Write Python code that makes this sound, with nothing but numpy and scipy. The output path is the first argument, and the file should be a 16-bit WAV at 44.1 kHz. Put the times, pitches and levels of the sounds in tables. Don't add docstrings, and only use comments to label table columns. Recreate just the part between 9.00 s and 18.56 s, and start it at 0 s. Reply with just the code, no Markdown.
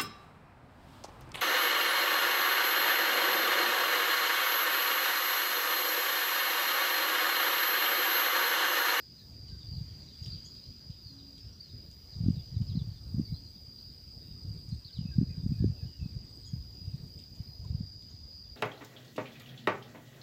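import sys
import numpy as np
from scipy import signal
from scipy.fft import rfft, irfft, next_fast_len
from scipy.io import wavfile
from scipy.ndimage import uniform_filter1d

SR = 44100
rng = np.random.default_rng(int(sys.argv[2]) if len(sys.argv) > 2 else 0)


def ratio_of_db(decibels):
    return 10 ** (np.asarray(decibels, float) / 20)


def transcribe(u):
    v = np.clip(np.atleast_2d(u).T, -1, 1)
    q = np.round(v * 32767).astype(np.int16)
    wavfile.write(sys.argv[1], SR, q)


N = 421596

# t/s, level/dB
STIR = [
    (0, -69.5),
    (1.38, -64),
    (1.7, -68),
    (2.95, -69.5),
    (3.25, -66.5),
    (3.8, -69),
    (5.09, -69.5),
    (6.92, -69),
    (9.02, -70.5),
    (9.56, -70.5),
]


def unit(x):
    return x / np.sqrt(np.mean(x ** 2) + 1e-20)


def curves(rows):
    s, *cols = np.transpose(rows)
    return [np.interp(np.arange(N) / SR, s, c) for c in cols]


def wobble(rate):
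    knots = signal.resample_poly(rng.standard_normal(N // 400), 8, 1)
    return np.interp(np.arange(N) * rate * 8 / SR, np.arange(len(knots)), knots)


def filtered(x, response):
    m = next_fast_len(N + SR // 2)
    f = np.fft.rfftfreq(m, 1 / SR) + 1e-3
    return irfft(rfft(x, m) * response(f), m)[:N]


def mode(f, hz, width_hz):
    return 1j * f * width_hz / (hz * hz - f * f + 1j * f * width_hz)


def rush(spectrum, patchy_db):
    z = signal.stft(rng.standard_normal(N), nperseg=512)[2]
    field = uniform_filter1d(rng.standard_normal(z.shape), size=6, axis=0)
    field = uniform_filter1d(field, size=12, axis=1)
    x = signal.istft(z * ratio_of_db(patchy_db * unit(field)), nperseg=512)[1][:N]
    hz, db = np.transpose(spectrum)
    return unit(filtered(x, lambda f: ratio_of_db(np.interp(np.log(f), np.log(hz), db))))


def notes(table, contour, rough, warble_hz, attack):
    out = np.zeros(N + SR)
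    flutter = ratio_of_db(rough * (np.clip(wobble(90), -2, .8) + 0.21))
    shake = warble_hz * wobble(100)
    first, last = contour
    for s, length, hz, db in table:
        u, at = np.linspace(0, 1, round(length * SR)), round(s * SR)
        bend = hz * (first * (1 - u) * (1 - 2 * u) + 4 * u * (1 - u) + last * u * (2 * u - 1))
        swell = np.sin(np.pi * u ** attack) ** 0.93
        turns = np.cumsum(bend + shake[at:][:len(u)]) / SR
        out[at:][:len(u)] += ratio_of_db(db + 4.0) * swell * np.sin(2 * np.pi * turns)
    return out[:N] * flutter


def eddies(s, size, hz, phase, cycles):
    span = np.arange(-600, 1600)
    u = span / SR * hz[:, None] / cycles
    bell = np.exp(-u ** 2 * np.where(u < 0, 2.2, 1))
    swing = size[:, None] * bell * np.cos(2 * np.pi * u * cycles + phase[:, None])
    at = np.round(s[:, None] * SR).astype(int) + span
    return np.bincount(np.where((at < 0) | (at > N), N, at).ravel(), swing.ravel(), N + 1)[:N]


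def wind(count=1300):
    # t/s, level/dB
    draught = [(0, -65.5), (.4, -49.5), (.8, -45.5), (1.1, -56.5), (1.3, -49), (1.6, -62), (2.3, -56),
               (3.0, -53.5), (3.75, -41.5), (4.15, -49.5), (4.6, -55), (5.9, -56.5), (6.5, -39),
               (6.85, -56), (7.95, -49.5), (8.3, -56.5), (8.7, -50), (9.56, -54)]
    # t/s, peak level/dB, f/Hz
    large_eddies = [(3.209, -23, 119), (3.24, -16.5, 110), (3.264, -23, 170), (3.287, -14.5, 175),
                    (3.306, -17, 138), (3.569, -22.5, 102), (3.618, -24, 124), (3.756, -24, 154),
                    (3.776, -16, 119), (3.818, -25.5, 112), (4.147, -23.5, 147), (4.17, -27, 108),
                    (4.199, -19, 186), (5.728, -24, 121), (5.992, -25, 130), (6.014, -28, 132), (6.057, -25, 137),
                    (6.187, -12.5, 143), (6.216, -18, 185), (6.231, -19, 165), (6.465, -18, 150),
                    (6.522, -21, 155), (6.607, -14, 103), (6.627, -24, 173), (6.645, -18, 246),
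                    (6.663, -19.5, 116), (6.701, -25.5, 114), (8.707, -22.5, 80.6), (8.751, -22, 105),
                    (8.81, -24, 133),
                    (0.53, -31.5, 95), (2.466, -38.5, 74), (0.781, -32.5, 93), (0.814, -30.5, 102),
             (1.22, -30.5, 95), (1.285, -33.5, 110), (1.359, -34.5, 105), (1.689, -36, 89),
             (1.902, -30.5, 105), (2.747, -36, 81), (3.377, -27.5, 110), (3.878, -32, 121),
             (4.326, -26, 129), (5.313, -36, 108), (5.452, -31.5, 95.5), (5.51, -29, 103),
             (8.638, -31.5, 95), (5.687, -36, 109), (6.381, -27, 115), (6.831, -28, 89.5), (7.017, -25, 95),
             (7.062, -27, 139), (7.168, -25, 92), (7.537, -25.5, 123), (7.582, -33.5, 90),
             (7.879, -28.5, 92.5), (7.948, -25.5, 103), (8.038, -30.5, 95), (8.404, -28, 110),
             (9.142, -39, 87.5),
                    (0.434, -41.0, 90.0), (0.684, -38, 94.0), (0.718, -38, 91.0), (0.74, -36.5, 124.0),
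              (0.758, -31, 99.0), (0.914, -39, 94.0), (1.272, -33, 100.0), (1.331, -36, 111.0),
              (1.347, -40, 113.0), (2.062, -39, 92.0), (2.444, -48, 86.0), (2.478, -49, 82.0),
              (2.889, -43, 115.0), (3.167, -35.5, 101.0), (3.188, -36.0, 130.0), (3.223, -28.0, 99.0),
              (3.326, -34.5, 119.0), (3.527, -37.5, 112.0), (3.545, -30.5, 97.0), (3.606, -27.5, 136.0),
              (3.641, -34, 106.0), (3.687, -34.5, 109.0), (3.719, -30, 122.0), (3.919, -34.5, 99.0),
              (4.073, -34, 112.0), (4.112, -35, 90.0), (4.185, -21, 142.0), (4.214, -26, 150.0),
              (4.338, -27.5, 96.0), (4.916, -40.5, 100.0), (5.172, -43, 96.0), (5.291, -37.5, 109.0),
              (5.481, -40, 102.0), (5.546, -42, 106.0), (5.563, -34.5, 118.0), (5.751, -34.0, 92.0),
              (5.857, -40, 107.0), (6.091, -33.0, 104.0), (6.118, -34, 87.0), (6.27, -37, 90.0),
              (6.308, -34, 129.0), (6.325, -37, 96.0), (6.403, -38, 112.0), (6.439, -33, 151.0),
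              (6.509, -27.5, 140.0), (6.541, -30, 102.0), (6.68, -26, 131), (6.724, -34.0, 110.0),
              (6.855, -33, 131.0), (7.027, -32.0, 120.0), (7.564, -39.5, 135.0), (7.6, -36, 81.0),
              (7.817, -35.5, 112.0), (7.847, -46, 86.0), (7.91, -44, 90.0), (8.01, -34.5, 95.0),
              (8.166, -39, 112.0), (8.493, -36.5, 98.0), (8.663, -31.5, 101.0), (8.729, -29, 113.0)]
    # f/Hz, level/dB per Hz
    air = [(25, -31), (60, -7), (123, -2), (261, -9.5), (356, -16), (501, -21.5), (1500, -39.5),
           (1950, -41.5), (3300, -120)]

    s, db, hz = np.transpose(np.array(large_eddies))
    push_or_pull = np.pi * rng.integers(2, size=len(s)) + rng.normal(0, .5, len(s))
    large = eddies(s - .001, ratio_of_db(db + 3.0), hz, push_or_pull, cycles=0.58)

    wake_db = -42 + 0.73 * (db + 28.5)
    rise_s, fall_s = 0.015, 0.017
    marks = np.bincount((s * SR).astype(int), ratio_of_db(2 * wake_db) * SR, N)
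    wake = filtered(marks, lambda f: fall_s / (1 + 2j * np.pi * f * fall_s)
                    + rise_s / (1 - 2j * np.pi * f * rise_s))
    steady_db, = curves(draught)
    gust_db = 10 * np.log10(abs(wake) + ratio_of_db(2 * (steady_db + 0.9)))

    draw = rng.random((count, 4))
    s = draw[:, 0] * N / SR
    db = gust_db[(s * SR).astype(int)]
    hz = 85 * 2 ** ((db + 38.5) / 35 + 0.65 * (draw[:, 3] - .5))
    size = ratio_of_db(1.12 * (db + 47.0) - 43.5 + 8.1 * draw[:, 1] ** 2)
    small = eddies(s, size, hz, 2 * np.pi * draw[:, 2], cycles=0.53)

    low_cut = lambda f: (1j * f / (50 + 1j * f)) ** 3
    rumble_db = -58 + 0.23 * (uniform_filter1d(gust_db, size=SR // 10) + 59)
    rumble = ratio_of_db(rumble_db + 0.8 * wobble(4.3)) * rush(air, patchy_db=2.5)
    return filtered(small + large, low_cut) + rumble


def crickets():
    # t/s, level/dB, centre f/Hz
    chorus = [(0.0, -57, 4900), (0.6, -53, 4770), (1.01, -55.5, 4800), (1.28, -50, 4790), (1.84, -55, 4830),
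              (2.08, -55.5, 4860), (3.0, -57.5, 4890), (3.15, -53.5, 4890), (3.83, -57.5, 4855),
              (4.85, -53.5, 4870), (6.84, -56.5, 4870), (7.72, -54, 4950), (7.87, -56, 4930),
              (9.56, -53, 4820)]
    # wing f/Hz, level/dB
    singers = [(4685, -7.5), (4762, 0), (4801, -2.8), (4838, -2), (4878, -5.5), (4912, -3), (4947, -4),
               (5001, -4.5), (5065, -11)]

    level_db, centre_hz = curves(chorus)
    near = np.zeros(N)
    for hz, db in singers:
        pitch = hz + 12 * wobble(3.5) + 7 * wobble(12)
        stroke = np.cumsum(49.7 + rng.normal(0, 2.5) + .5 * wobble(2.544)) / SR + rng.random()
        gate = 1 + .45 * np.cos(2 * np.pi * stroke)
        turn_db = (centre_hz - 4860) * (hz - 4860) / 2500
        level = ratio_of_db(db + turn_db + 3.5 * wobble(2.5) + 3.5 * wobble(7))
        near += level * gate * np.sin(2 * np.pi * np.cumsum(pitch) / SR)
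    near /= np.sqrt(abs(uniform_filter1d(near ** 2, size=SR // 2)))
    blur = lambda f: mode(f, 4723, 280) * mode(f, 4973, 200) * mode(f, 4720, 700)
    far = filtered(rng.standard_normal(N), blur)
    return ratio_of_db(level_db + 0.36 * wobble(9.7)) * (unit(near) + .5 * unit(far))


def bush_crickets():
    # start t/s, end t/s, buzz rate f/Hz, level/dB
    bouts = [
        (3.263, 3.39, 19, -82),
        (3.972, 4.22, 17.6, -80),
        (4.316, 4.52, 21.5, -81),
        (4.606, 4.68, 19.5, -80),
        (4.763, 5.2, 19.26, -79.5),
        (5.23, 5.82, 19.2, -75.5),
        (6.315, 6.62, 17.7, -82.5),
        (7.092, 7.17, 19, -85),
        (7.246, 7.495, 17.6, -77),
        (7.86, 8.21, 18.1, -81),
    ]
    # start t/s, end t/s, level/dB
    answers = [
        (1.2, 1.4, -93),
        (3.2, 3.5, -96),
        (3.9, 5.35, -91),
        (5.45, 5.99, -89),
        (6.35, 6.723, -91),
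        (7.2, 7.62, -89),
        (7.72, 8.28, -89),
    ]

    t, near = np.arange(N) / SR, np.zeros(N)
    shake = np.cumsum(95 * wobble(200)) / SR
    for start, end, rate, db in bouts:
        beat = np.clip(.25 + np.cos(2 * np.pi * rate * (t - start)), 0, 1)
        swell = np.clip((t - start + 0.06) * 12, 0, 1) * (t > start - .02) * (t < end)
        wing_hz = 7910 + 22 * (db + 83.5)
        near += ratio_of_db(db + 3.5) * beat * swell * np.sin(2 * np.pi * (wing_hz * t + shake))
    far = np.zeros(N)
    for start, end, db in answers:
        far += ratio_of_db(db) * np.clip(np.minimum((t - start) * 8, (end - t) * 30), 0, 1)
    buzz = unit(filtered(rng.standard_normal(N), lambda f: mode(f, 8860, 150) ** 2))
    return near * ratio_of_db(2.0 * wobble(60)) + far * ratio_of_db(1.5 * wobble(16)) * buzz


def birds():
    # t/s, hook f/Hz, hook level/dB, tail/s, tail level/dB
    cheeps = [
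        (1.319, 4700, -50.5, 0.028, -62),
        (3.668, 5160, -50.5, 0.047, -59.5),
        (3.755, 4700, -54, 0.045, -57),
        (5.846, 4800, -51.5, 0.045, -60),
        (5.927, 4750, -54, 0.045, -58.5),
    ]
    # t/s, length/s, middle f/Hz, level/dB. Short rising flicks, near
    flicks = [(1.226, 0.012, 6600, -65), (1.447, 0.031, 6950, -58.5), (2.525, 0.0212, 5800, -65),
              (2.598, 0.022, 4750, -46.5), (1.24, 0.014, 5500, -53.5), (8.862, .02, 5700, -66),
              (7.452, .02, 7000, -67), (9.095, .022, 6700, -66.5), (4.332, 0.099, 4450, -59)]
    whistles = [
        (.5, 0.11, 1560, -76),
        (0.99, 0.052, 4380, -63),
        (2.395, 0.12, 5170, -60),
        (.2, .05, 1720, -76),
        (7.47, .05, 6630, -63),
        (6.11, 0.045, 1607, -66.5),
        (6.585, .085, 1690, -71.5),
    ]
    slides = [
        (2.03, .1, 4390, -55.5),
        (2.615, 0.058, 4380, -55),
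    ]
    chirps = [(.17, .053, 4070, -59), (.48, 0.029, 4070, -63), (.605, 0.04, 3550, -60),
              (.72, 0.05, 4150, -58), (.76, .05, 3400, -72), (1.35, .035, 3300, -63),
              (2.35, .035, 3900, -65), (8.36, .05, 3200, -68), (8.675, .02, 3800, -69),
              (9.3, .04, 4100, -63), (9.44, .06, 3300, -72), (5.55, .05, 4350, -67),
              (5.995, .025, 3000, -66), (1.07, .04, 3700, -61), (1.13, .045, 3450, -65),
              (1.615, 0.0545, 4190, -62), (2.18, .033, 3750, -61), (2.68, 0.026, 3870, -59),
              (3.115, 0.033, 3960, -58), (3.355, .055, 3520, -61), (3.54, .032, 3770, -59),
              (4.78, 0.024, 4000, -61), (7.43, 0.026, 3960, -61), (8.35, .014, 6840, -71),
              (4.26, .05, 3750, -66), (4.34, .04, 3480, -67), (.2, .06, 3770, -72), (1.38, .05, 4100, -79),
              (1.9, .05, 3900, -66), (6.24, .05, 4300, -64), (3.945, .045, 3550, -65.5),
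              (6.6, .03, 4000, -66), (1.26, 0.041, 3670, -71)]
    peeps = [(.67, 0.13, 4550, -54.5), (1.45, 0.058, 3330, -66), (1.55, 0.057, 3900, -64),
             (8.46, 0.11, 4200, -66), (9.17, .12, 3460, -78), (6.4, .03, 3600, -71), (3.9, .02, 3700, -66),
             (4.25, 0.012, 4540, -48.5), (4.44, 0.05, 4250, -61), (4.28, 0.019, 2160, -66),
             (5.2, .18, 3780, -71), (5.71, 0.026, 4180, -57.5), (5.96, 0.038, 4060, -58),
             (6.05, 0.076, 2533, -67.5), (6.29, 0.062, 2520, -68.5), (6.29, 0.039, 2050, -72),
             (6.34, 0.047, 1613, -74), (6.52, 0.08, 2480, -69.5), (6.76, .02, 2600, -60),
             (6.785, 0.046, 2550, -64), (6.86, 0.088, 2890, -69), (6.92, .1, 2900, -73),
             (6.8, 0.062, 1674, -75), (5.89, .04, 1590, -73), (6.995, 0.022, 2570, -64),
             (7.03, .025, 2550, -63), (7.46, .07, 3280, -68), (9.015, 0.019, 3600, -71)]

    hooks = [(s, 0.0263, hz, db) for s, hz, db, _, _ in cheeps]
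    tails = [(s + .022, length, 3550, db) for s, _, _, length, db in cheeps]
    sing = lambda table, contour: notes(table, contour, rough=4.2, warble_hz=95, attack=0.59)
    close = sing(hooks, (0.82, .9)) + sing(flicks, (.85, 0.95))
    close += notes(tails, (1.19, 0.793), rough=2.5, warble_hz=80, attack=0.42)
    close += notes(whistles, (1.015, 0.97), rough=1.7, warble_hz=21.9, attack=0.59)
    close += notes(slides, (1.1, 0.93), rough=1.9, warble_hz=30, attack=0.43)
    distant = sing(chirps, (1.12, .93))
    distant += notes(peeps, (1.005, 0.96), rough=5.1, warble_hz=60, attack=0.65)
    return close, distant


def ticks():
    # t/s, peak level/dB, dull part level/dB
    snaps = [(.482, -52, 0), (1.905, -60, 4), (1.2365, -55, 4), (1.2604, -44.5, 1), (1.551, -56, 5),
             (8.433, -56, -10), (2.1949, -58, -13), (2.3795, -50.5, 2), (2.9132, -49.5, -4),
             (3.619, -58, 6), (5.69, -48, -12), (7.2094, -62, -8), (7.7443, -53, -16), (8.1903, -51.5, 1),
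             (8.3536, -51, -12), (8.6486, -52, -12), (9.0232, -56, 3)]
    bright, dull, t = np.zeros(N + SR), np.zeros(N + SR), np.arange(900) / SR
    for s, db, low_db in snaps:
        snap = ratio_of_db(-60 * t / 0.019) * rng.standard_normal((2, len(t)))
        at = round(s * SR)
        bright[at:][:len(t)] += ratio_of_db(db + 2.5) * snap[0]
        dull[at:][:len(t)] += ratio_of_db(db + low_db + 8.5) * snap[1]
    bright = filtered(bright[:N], lambda f: mode(f, 6800, 3000) ** 3)
    return bright + filtered(dull[:N], lambda f: mode(f, 3600, 2000) ** 2)


def plop():
    # t/s, length/s, middle f/Hz, level/dB
    drop = [
        (8.645, 0.021, 980, -62.5),
    ]
    return notes(drop, (1.04, 0.75), rough=.3, warble_hz=4, attack=0.68)


def dove():
    # t/s, length/s, middle f/Hz, level/dB
    coos = [
        (1.65, 0.22, 232, -62.5),
        (2.07, 0.47, 277, -61),
    ]
    return notes(coos, (1, .995), rough=0.44, warble_hz=0.68, attack=0.55)


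def chatter(count=300):
    draw = rng.random((count, 3))
    s = draw[:, 0] * (N / SR - .1)
    db = curves(STIR)[0][(s * SR).astype(int)] - 14 + 5 * draw[:, 2]
    table = np.c_[s, .05 + 0 * s, 3250 + 1200 * draw[:, 1], db]
    return notes(table, (1.075, .9), rough=1.9, warble_hz=80, attack=0.11)


def foliage():
    # f/Hz, level/dB per Hz
    rustle = [(530, -57.5), (900, -16.5), (1760, -15.5), (3450, -11), (4400, -3), (4550, -1), (5920, -37),
              (10000, -120)]
    hiss = [(3090, -32), (5250, -6), (5450, -9), (5880, -7), (6360, -12.5), (7870, -17), (9320, -28.5),
            (10000, -35), (13000, -60), (22000, -120)]
    insects = [(6000, -68), (9500, -17), (12600, -8), (14500, -2), (15350, 2.5), (15600, -14)]
    # t/s, level/dB
    swarm = [
        (0, -73),
        (1.38, -73.5),
        (1.7, -75.5),
        (3.8, -73),
        (5.09, -73.5),
        (5.75, -74.5),
        (6.92, -74.5),
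        (8.25, -72.5),
        (9.02, -76),
        (9.56, -74.5),
    ]
    (stir_db,), (far_db,) = curves(STIR), curves(swarm)
    low = ratio_of_db(stir_db + 2.0) * rush(rustle, patchy_db=2.5)
    high = ratio_of_db(-70 + 0.8 * (stir_db + 69)) * rush(hiss, patchy_db=1.5)
    return low + high + ratio_of_db(far_db + 1.4 * wobble(9)) * rush(insects, patchy_db=1.0)


def bushes(x, t60):
    t = np.arange(SR // 3) / SR
    tail = rng.standard_normal(len(t)) * ratio_of_db(-60 * t / t60) * (t > .006)
    return signal.fftconvolve(x, tail / np.linalg.norm(tail))[:N]


def scene():
    calls, distant = birds()
    calls = calls + ratio_of_db(-8.5) * np.roll(calls, round(0.012 * SR))
    near, wings = ticks(), bush_crickets()
    sent = ratio_of_db(-7) * calls + ratio_of_db(-5) * distant + ratio_of_db(-3) * near + ratio_of_db(-3.5) * wings + chatter()
    echoes = bushes(sent, t60=0.2)
    mix = calls + ratio_of_db(-5.5) * distant + near + wings + echoes
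    mix = mix + dove() + plop() + wind() + crickets() + foliage()
    return mix[None]


def low_pass(x):
    return signal.sosfilt(signal.butter(12, 16380, fs=SR, output="sos"), x)


def record(dry):
    mix = filtered(dry[0], lambda f: f < 15500)[None]
    return low_pass(mix)


dry = scene()
out = record(dry)
transcribe(out)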